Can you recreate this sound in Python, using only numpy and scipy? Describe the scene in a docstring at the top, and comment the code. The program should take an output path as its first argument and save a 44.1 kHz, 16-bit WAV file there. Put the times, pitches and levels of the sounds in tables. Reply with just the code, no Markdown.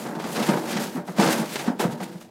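"""In a riding arena, a horse paws a collapsible nylon bin on sand, which buckles and springs out from under the hoof.
Rubbing, swipes, crumpling, flapping and snaps are random clicks, shaped in level and filtered.
Blows are short swelling tones, creases are single clicks, and a bank of resonances rings like the hollow drum.
The arena adds a short tail of scattered reflections, over its quiet background air, a steady, soft noise."""
import sys
import numpy as np
from scipy import signal
from scipy.io import wavfile
from scipy.ndimage import uniform_filter1d

SR = 44100
rng = np.random.default_rng(int(sys.argv[2]) if len(sys.argv) > 2 else 0)


def wav_record(signal):
    """Record a signal, one row per channel, as 16-bit PCM in the file named by sys.argv[1]."""
    frames = np.transpose(np.atleast_2d(signal))
    bounded = np.clip(frames, -1, 1)
    # unit amplitude maps onto the largest positive 16-bit level
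    quanta = np.round(bounded * 32767).astype(np.int16)
    wavfile.write(sys.argv[1], SR, quanta)


N = 101430  # length in samples, 2.3 seconds

# Tone of the arena's quiet background air. Each row: frequency in Hz, relative level in dB.
AIR_COLOUR = [(20, -16), (90, 1.5), (700, 6), (2000, -27), (16000, -40)]
# How long the arena's echo lasts. Each row: frequency in Hz, time to fade by 60 dB in seconds.
ARENA_FADE = [(100, 0.45), (300, 0.71), (1000, 0.45), (3000, 0.14), (8000, 0.25), (16000, 0.86)]
# Hoof and sand rubbing the cloth. Each row: time in seconds, level in dB before the trims,
# level of the fine fizz relative to that in dB.
RUB_CURVE = [(0.0, -41.5, -0.5), (0.18, -53, -5), (0.21, -43.5, -9), (0.34, -41.5, 1), (0.36, -32.5, -9),
             (0.51, -36, -5.5), (0.63, -44.5, -3.5), (0.72, -32, -7), (0.748, -33.5, -12), (0.79, -37, -10),
             (0.82, -33, -2), (0.89, -44, -5), (0.97, -47, -1.5), (1.04, -61.5, -7), (1.08, -51.5, 1.5),
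             (1.15, -53, -5.5), (1.21, -25.5, -10), (1.25, -29.5, -16), (1.33, -29, -5.5),
             (1.45, -42.5, -6), (1.55, -34.5, -4), (1.56, -32, -11), (1.63, -44, -0.5), (1.68, -38.5, -15),
             (1.74, -65, 1), (1.79, -50, -20), (1.79, -47, 4), (1.81, -35.5, 1), (1.9, -56.5, -3),
             (1.92, -40.5, -4.5), (1.97, -56.5, -7), (2.04, -43.5, -1.5), (2.07, -50, -6.5),
             (2.2, -55.5, -4.5), (2.21, -50, -0.5), (2.3, -66, -9)]
# Tone of the rasp. Each row: frequency in Hz, relative level in dB.
RASP_COLOUR = [(100, -93), (800, -4), (1600, 2), (2300, 2), (3200, 0.5), (5000, -1), (7000, -7.5),
               (10000, -14), (16000, -27.5)]
# Tone of the finer fizz. Each row: frequency in Hz, relative level in dB.
WEAVE_FIZZ_COLOUR = [(500, -67), (4000, -19), (6500, -1.5), (8000, -1.5), (11000, -3.5), (14000, -5.5),
                     (16000, -12.5)]
# Quick swipes of the hoof over the cloth. 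Each row: middle in seconds, level in dB, half length in seconds.
HOOF_SWIPES = [(0.472, -34.5, 0.01), (0.715, -34.5, .009), (0.852, -46, 0.012), (1.248, -29, 0.0078),
               (1.265, -28, 0.0021), (1.315, -28, 0.017), (1.41, -38, 0.015)]
# Tone of a swipe. Each row: frequency in Hz, relative level in dB.
ZIP_COLOUR = [(300, -41), (1500, 11.5), (4000, -1), (7500, 3.5), (12000, -3), (16000, -10)]
# Tone of the slack wall pushing air. Each row: frequency in Hz, relative level in dB.
AIR_PUSH_COLOUR = [(20, -51), (60, -30.5), (100, -29), (135, -9), (180, -1), (240, 0), (320, -13.5),
                   (450, -18), (900, -63)]
# Crumpling of the wall. Each row: time in seconds, level in dB before the trims.
CRUMPLE_CURVE = [(0.0, -34.5), (0.04, -37), (0.06, -34), (0.08, -32.5), (0.34, -33.5), (0.38, -22),
                 (0.47, -29.5), (0.49, -20), (0.58, -27.5), (0.59, -33.5), (0.81, -27.5), (0.93, -42),
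                 (0.97, -34), (1.07, -60), (1.08, -27), (1.14, -43.5), (1.17, -33), (1.2, -18.5),
                 (1.43, -27), (1.48, -39.5), (1.57, -37), (1.66, -31.5), (1.68, -25.5), (1.78, -63),
                 (1.8, -24.5), (1.95, -37.5), (1.99, -44), (2.02, -35.5), (2.16, -46.5), (2.3, -62.5)]
# Tone of folds in the stiff wall. Each row: frequency in Hz, relative level in dB.
FOLD_COLOUR = [(30, -67), (110, -17), (200, 1), (350, 5), (550, 0), (850, 0.5), (1100, -5.5), (1600, -7),
               (2300, -19.5), (4000, -52), (16000, -74.5)]
# Resonances of the hooped drum. Each row: frequency in Hz when not pressed,
# strength in dB before weighting by fade time, time to fade by 60 dB in seconds.
DRUM_MODES = [(140.5, 0, 0.27), (173, 6, 0.13), (229, 2.5, 0.23), (334.2, 2, 0.4), (497, 3.5, 0.26),
              (590.4, 10.5, 0.15), (717, 3, 0.095), (834, -3, 0.13), (928, 6, 0.15)]
# Cloth snapping taut and slapping down. 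Each row: start in seconds, level in dB before the trims,
# rise in seconds, decay in seconds, crack level relative to the body in dB before the trims.
CLOTH_SNAPS = [(0.057, -25.5, 0.0068, 0.018, -15), (0.15, -33, 0.0023, 0.014, -8.5),
               (0.197, -31, 0.00092, 0.012, -5.5), (0.239, -27.5, 0.0015, 0.036, -9.5),
               (0.356, -29.5, 0.0027, 0.022, -2), (0.426, -33.5, 0.0022, 0.012, 4.5),
               (.481, -21.5, 0.011, 0.019, -6.5), (0.529, -21.5, 0.0099, 0.0069, -15),
               (0.569, -21.5, 0.0045, 0.011, -15), (.705, -36.5, .015, 0.012, -4),
               (0.763, -26, 0.01, 0.0089, -1), (0.950, -27, 0.029, 0.032, -25),
               (1.077, -31, 0.0024, 0.013, -10.5), (1.179, -19, 0.0058, 0.012, -11),
               (1.197, -17, 0.0015, 0.0079, -9), (1.219, -22.5, 0.0012, 0.023, -4),
               (1.285, -19.5, .002, 0.0097, -11), (1.556, -25, 0.00059, 0.0092, 0.5),
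               (1.593, -32, 0.0031, 0.024, -0.5), (1.674, -23, 0.0083, 0.032, -19.5),
               (1.793, -23, 0.0037, 0.032, -4), (1.830, -24, 0.0097, 0.019, -19),
               (2.002, -27, 0.0019, 0.018, -14.5), (2.025, -36, 0.0033, 0.013, -2.5),
               (2.208, -45.5, 0.0049, 0.016, -1.5)]
# Tone of the bright crack. Each row: frequency in Hz, relative level in dB.
SNAP_CRACK_COLOUR = [(200, -13.5), (1000, 6), (2000, 4.5), (4500, -2), (7000, -5.5), (11000, -16),
                     (16000, -24)]
# Single creases popping through the wall. Each row: time in seconds, click level in dB before the filter.
CREASE_POPS = [(.201, -8), (.541, 0), (0.641, -7.5), (1.224, 3.5), (1.233, 2.5), (1.244, -1.5)]
# Blows on the drum. Each row: start in seconds, level in dB before the trim, pitch in Hz,
# swell time in seconds (the blow is loudest after twice this).
DRUM_BLOWS = [(.075, -28.5, 217, 0.012), (.165, -23, 200, 0.0029), (0.239, -29, 168, .006),
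              (0.390, -25, 215, 0.0091), (0.487, -8, 203, 0.0039), (0.659, -28.5, 168, 0.0028),
              (.754, -16.5, 200, 0.0026), (.805, -27, 216, 0.0065), (.946, -20.5, 257, 0.0055),
              (0.972, -25, 176.4, 0.0067), (1.086, -23, 181, 0.0052), (1.187, -6.5, 196, 0.0036),
              (1.213, -19, 323, 0.0095), (1.257, -21, 155.4, 0.0058), (1.386, -17.5, 220, 0.0092),
              (1.676, -10.5, 225, 0.0027), (1.697, -13.5, 230, 0.0023), (1.723, -25.5, 257, 0.0055),
              (1.848, -10.5, 183.6, 0.0027), (1.875, -23, 143, 0.004), (1.918, -24.5, 157, 0.0058),
              (2.004, -26.5, 192, 0.0079), (2.15, -28.5, 178, 0.0043)]

AIR_DB = -54
RASP_TRIM_DB, FIZZ_TRIM_DB, CRUMPLE_TRIM_DB, FLAP_TRIM_DB, THUMP_TRIM_DB = -1, -1, -3, -21.5, -2.5
SNAP_BODY_TRIM_DB, SNAP_CRACK_TRIM_DB = -2.5, 1
SLIPS_PER_S, FOLDS_PER_S, FLAPS_PER_S = 5000, 900, 220  # average counts per second
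# The cloth catches and lets go in clumps: smoothing length, and typical swing in level.
CLUMP_S, CLUMP_DB = 0.009, 1.5
# The slack wall flaps with the crumpling, but swells and fades less: share of its level in dB.
FLAP_FOLLOWS = 0.62
# The hoof presses the bin in a steady rhythm until it springs free.
PAW_S, FREE_S = 0.5, 1.5  # seconds from press to press, and moment of release
SQUASH = 0.046  # largest drop of the resonances, as a share of their pitch
RADIATE_HZ = 115.6  # the small drum gives out little sound below this
EDGE_HZ = 15950  # top of the sound


def amp(db):
    """Turns decibels into a gain."""
    return 10 ** (np.asarray(db) / 20)


def evened(x):
    """Scales to an average (rms) size of one."""
    return x / np.sqrt(np.mean(x ** 2) + 1e-20)


def read(points, hz):
    """Reads between the rows of a table, on a log-frequency axis."""
    f, value = np.transpose(points)
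    return np.interp(np.log(hz + 1), np.log(f + 1), value)


def follow(table, axis=1):
    """Gives one column of a time curve at every sample."""
    table = np.array(table)
    return np.interp(np.arange(N) / SR, table[:, 0], table[:, axis])


def add(mix, s, sound):
    """Mixes a sound in, starting at s seconds."""
    part = mix[max(round(s * SR), 0):][:len(sound)]
    part += sound[:len(part)]


def colour(x, points, size=4096):
    """Filters to the given tone; the filter has unit energy and never sounds ahead of its input."""
    gain = amp(read(points, abs(np.fft.fftfreq(size, 1 / SR))))
    # the Hilbert transform finds the phase that puts the energy as early as possible
    spectrum = np.exp(np.conj(signal.hilbert(np.log(gain))))
    taps = np.fft.ifft(spectrum).real[:size // 2]
    return signal.fftconvolve(x, taps / np.linalg.norm(taps))[:N]


def clicks(per_s, spread_db, steady_s):
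    """Random clicks, uneven when spread_db is above 0, with power held near one over about steady_s."""
    size = amp(spread_db * np.minimum(rng.exponential(1, N), 4))
    happens = rng.random(N) < per_s / SR
    train = size * rng.choice([-1., 1.], N) * happens
    window = np.hanning(max(int(steady_s * SR), 2) + 2)
    power = signal.fftconvolve(train ** 2, window / window.sum(), "same")
    return train / np.sqrt(abs(power) + 1e-6)


def drum(x, ring_db):
    """Adds the ringing of the hooped drum, whose pitch sinks under each press of the hoof."""
    press = np.sin(np.pi * np.minimum(np.arange(N) / SR, FREE_S) / PAW_S) ** 2
    bent_s = np.cumsum(1 - SQUASH * press) / SR  # time runs slower while pressed, so pitch drops
    top = max(amp(db) * t60 for hz, db, t60 in DRUM_MODES)
    ring = 0
    for hz, db, t60 in DRUM_MODES:
        turn = np.exp(2j * np.pi * hz * bent_s)
        keep = np.exp(-np.log(1000) / (t60 * SR))  # share left after one sample
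        # shift the resonance down to 0 Hz, let it ring there, then shift it back
        envelope = signal.lfilter([1 - keep], [1, -keep], x / turn + 1e-18)
        ring = ring + amp(db) * t60 / top * 2 * (turn * envelope).real
    return x + amp(ring_db) * ring


def radiate(x):
    """Steeply cuts the bass, which a small drum cannot push into the air."""
    return signal.sosfilt(signal.butter(4, RADIATE_HZ, "high", fs=SR, output="sos"), x)


def quiet_air():
    """Quiet background air of the arena: steady, soft noise."""
    return amp(AIR_DB) * colour(rng.standard_normal(N), AIR_COLOUR)


def arena(x, wet_db, gap_s=0.007):
    """Adds a tail of scattered reflections; each frequency fades at its own rate, fastest near 3000 Hz."""
    taps = rng.standard_normal(SR) * (rng.random(SR) < 0.1) * (np.arange(SR) > gap_s * SR)
    hz, t, bands = signal.stft(taps, SR, nperseg=256)
    fade = amp(-60 * t / read(ARENA_FADE, hz)[:, None])
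    tail = signal.istft(bands * fade, SR)[1]
    echo = signal.fftconvolve(x, tail / np.linalg.norm(tail))[:N]
    return (x + amp(wet_db) * echo) / np.hypot(1, amp(wet_db))


def clumps():
    """Uneven catching and slipping of the cloth, as a random, smoothed level in dB."""
    size = int(CLUMP_S * SR)
    smooth = uniform_filter1d(rng.standard_normal(N), size)
    return CLUMP_DB * evened(uniform_filter1d(smooth, size // 3))


def rubbing():
    """Tiny slips on the weave give a rasp and a finer fizz."""
    level = follow(RUB_CURVE) + clumps()
    slips = clicks(SLIPS_PER_S, spread_db=0.5, steady_s=0.022) * amp(level)
    fizz_level = level + follow(RUB_CURVE, axis=2)
    weave = clicks(2 * SLIPS_PER_S, spread_db=0.0, steady_s=0.0093) * amp(fizz_level)
    rasp = amp(RASP_TRIM_DB) * colour(slips, RASP_COLOUR)
    return rasp + amp(FIZZ_TRIM_DB) * colour(weave, WEAVE_FIZZ_COLOUR)


def swipes():
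    """The hoof sweeps over the weave: short, bright zips that swell and fade evenly."""
    t = np.arange(N) / SR
    shape = sum(amp(db) * np.exp(-0.5 * ((t - s) / half_s) ** 2) for s, db, half_s in HOOF_SWIPES)
    return colour(clicks(SLIPS_PER_S, spread_db=0, steady_s=0.0061) * shape, ZIP_COLOUR)


def flapping():
    """The slack wall pushes the air inside the bin and rings the drum."""
    level = FLAP_FOLLOWS * follow(CRUMPLE_CURVE) + FLAP_TRIM_DB
    pushes = clicks(FLAPS_PER_S, spread_db=0.0, steady_s=0.057) * amp(level)
    return drum(colour(pushes, AIR_PUSH_COLOUR), ring_db=10)


def crumpling():
    """Folds pop through the stiff wall and ring the drum."""
    level = follow(CRUMPLE_CURVE) + CRUMPLE_TRIM_DB
    folds = clicks(FOLDS_PER_S, spread_db=1.0, steady_s=0.043) * amp(level)
    return drum(colour(folds, FOLD_COLOUR), ring_db=4.0)


def snaps():
    """Quick bursts of folds: a dull slap of the wall and a bright crack of the weave."""
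    body, crack, t = np.zeros(N), np.zeros(N), np.arange(SR // 4) / SR
    for s, db, rise_s, decay_s, crack_db in CLOTH_SNAPS:
        shape = amp(db) * np.minimum(t / rise_s, np.exp(-(t - rise_s) / decay_s))
        add(body, s, shape)
        add(crack, s, shape * amp(crack_db))
    slap = colour(body * clicks(2000, spread_db=4.0, steady_s=0.0049), FOLD_COLOUR)
    tick = colour(crack * clicks(2500, spread_db=0, steady_s=0.0037), SNAP_CRACK_COLOUR)
    return amp(SNAP_BODY_TRIM_DB) * drum(slap, ring_db=3.5) + amp(SNAP_CRACK_TRIM_DB) * tick


def pops():
    """A crease flips over all at once: one click through wall and drum, a hard, hollow knock."""
    flips = np.zeros(N)
    for s, db in CREASE_POPS:
        add(flips, s, [amp(db)])
    return drum(colour(flips, FOLD_COLOUR), ring_db=9)


def thumps(thud_db=-40):
    """Each blow swells and dies as a tone of the hollow; harder blows thud far more in the ground."""
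    blows, thud, t = np.zeros(N), np.zeros(N), np.arange(SR // 5) / SR
    for s, db, hz, swell_s in DRUM_BLOWS:
        u = t / swell_s
        shape = amp(db + THUMP_TRIM_DB) * (u / 2) ** 2 * np.exp(2 - u)
        add(blows, s, shape * np.sin(2 * np.pi * hz * t))
        add(thud, s, shape * amp(db / 2))
    # the ground's thud is low noise, strongest near 200 Hz
    ground = colour(rng.standard_normal(N), [(20, -17), (90, -24), (200, 22), (600, -62)])
    return radiate(drum(blows, ring_db=-14)) + amp(thud_db) * thud * ground


def scene():
    """The bin in the arena, over its quiet background air; each group has its own amount of echo."""
    air = quiet_air()
    rubbed = arena(rubbing() + swipes(), wet_db=-16.5)
    wall = arena(crumpling() + flapping(), wet_db=-10.5)
    sharp = arena(snaps() + pops(), wet_db=-9.5)
    blows = arena(thumps(), wet_db=-14.5)
    return (rubbed + wall + sharp + blows + air)[None]


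def record(dry):
    """Cuts off the sound above EDGE_HZ with a steep filter."""
    taps = signal.firwin(511, EDGE_HZ, window=("kaiser", 9), fs=SR)
    return signal.oaconvolve(dry, taps[None], "same")


dry = scene()
out = record(dry)
wav_record(out)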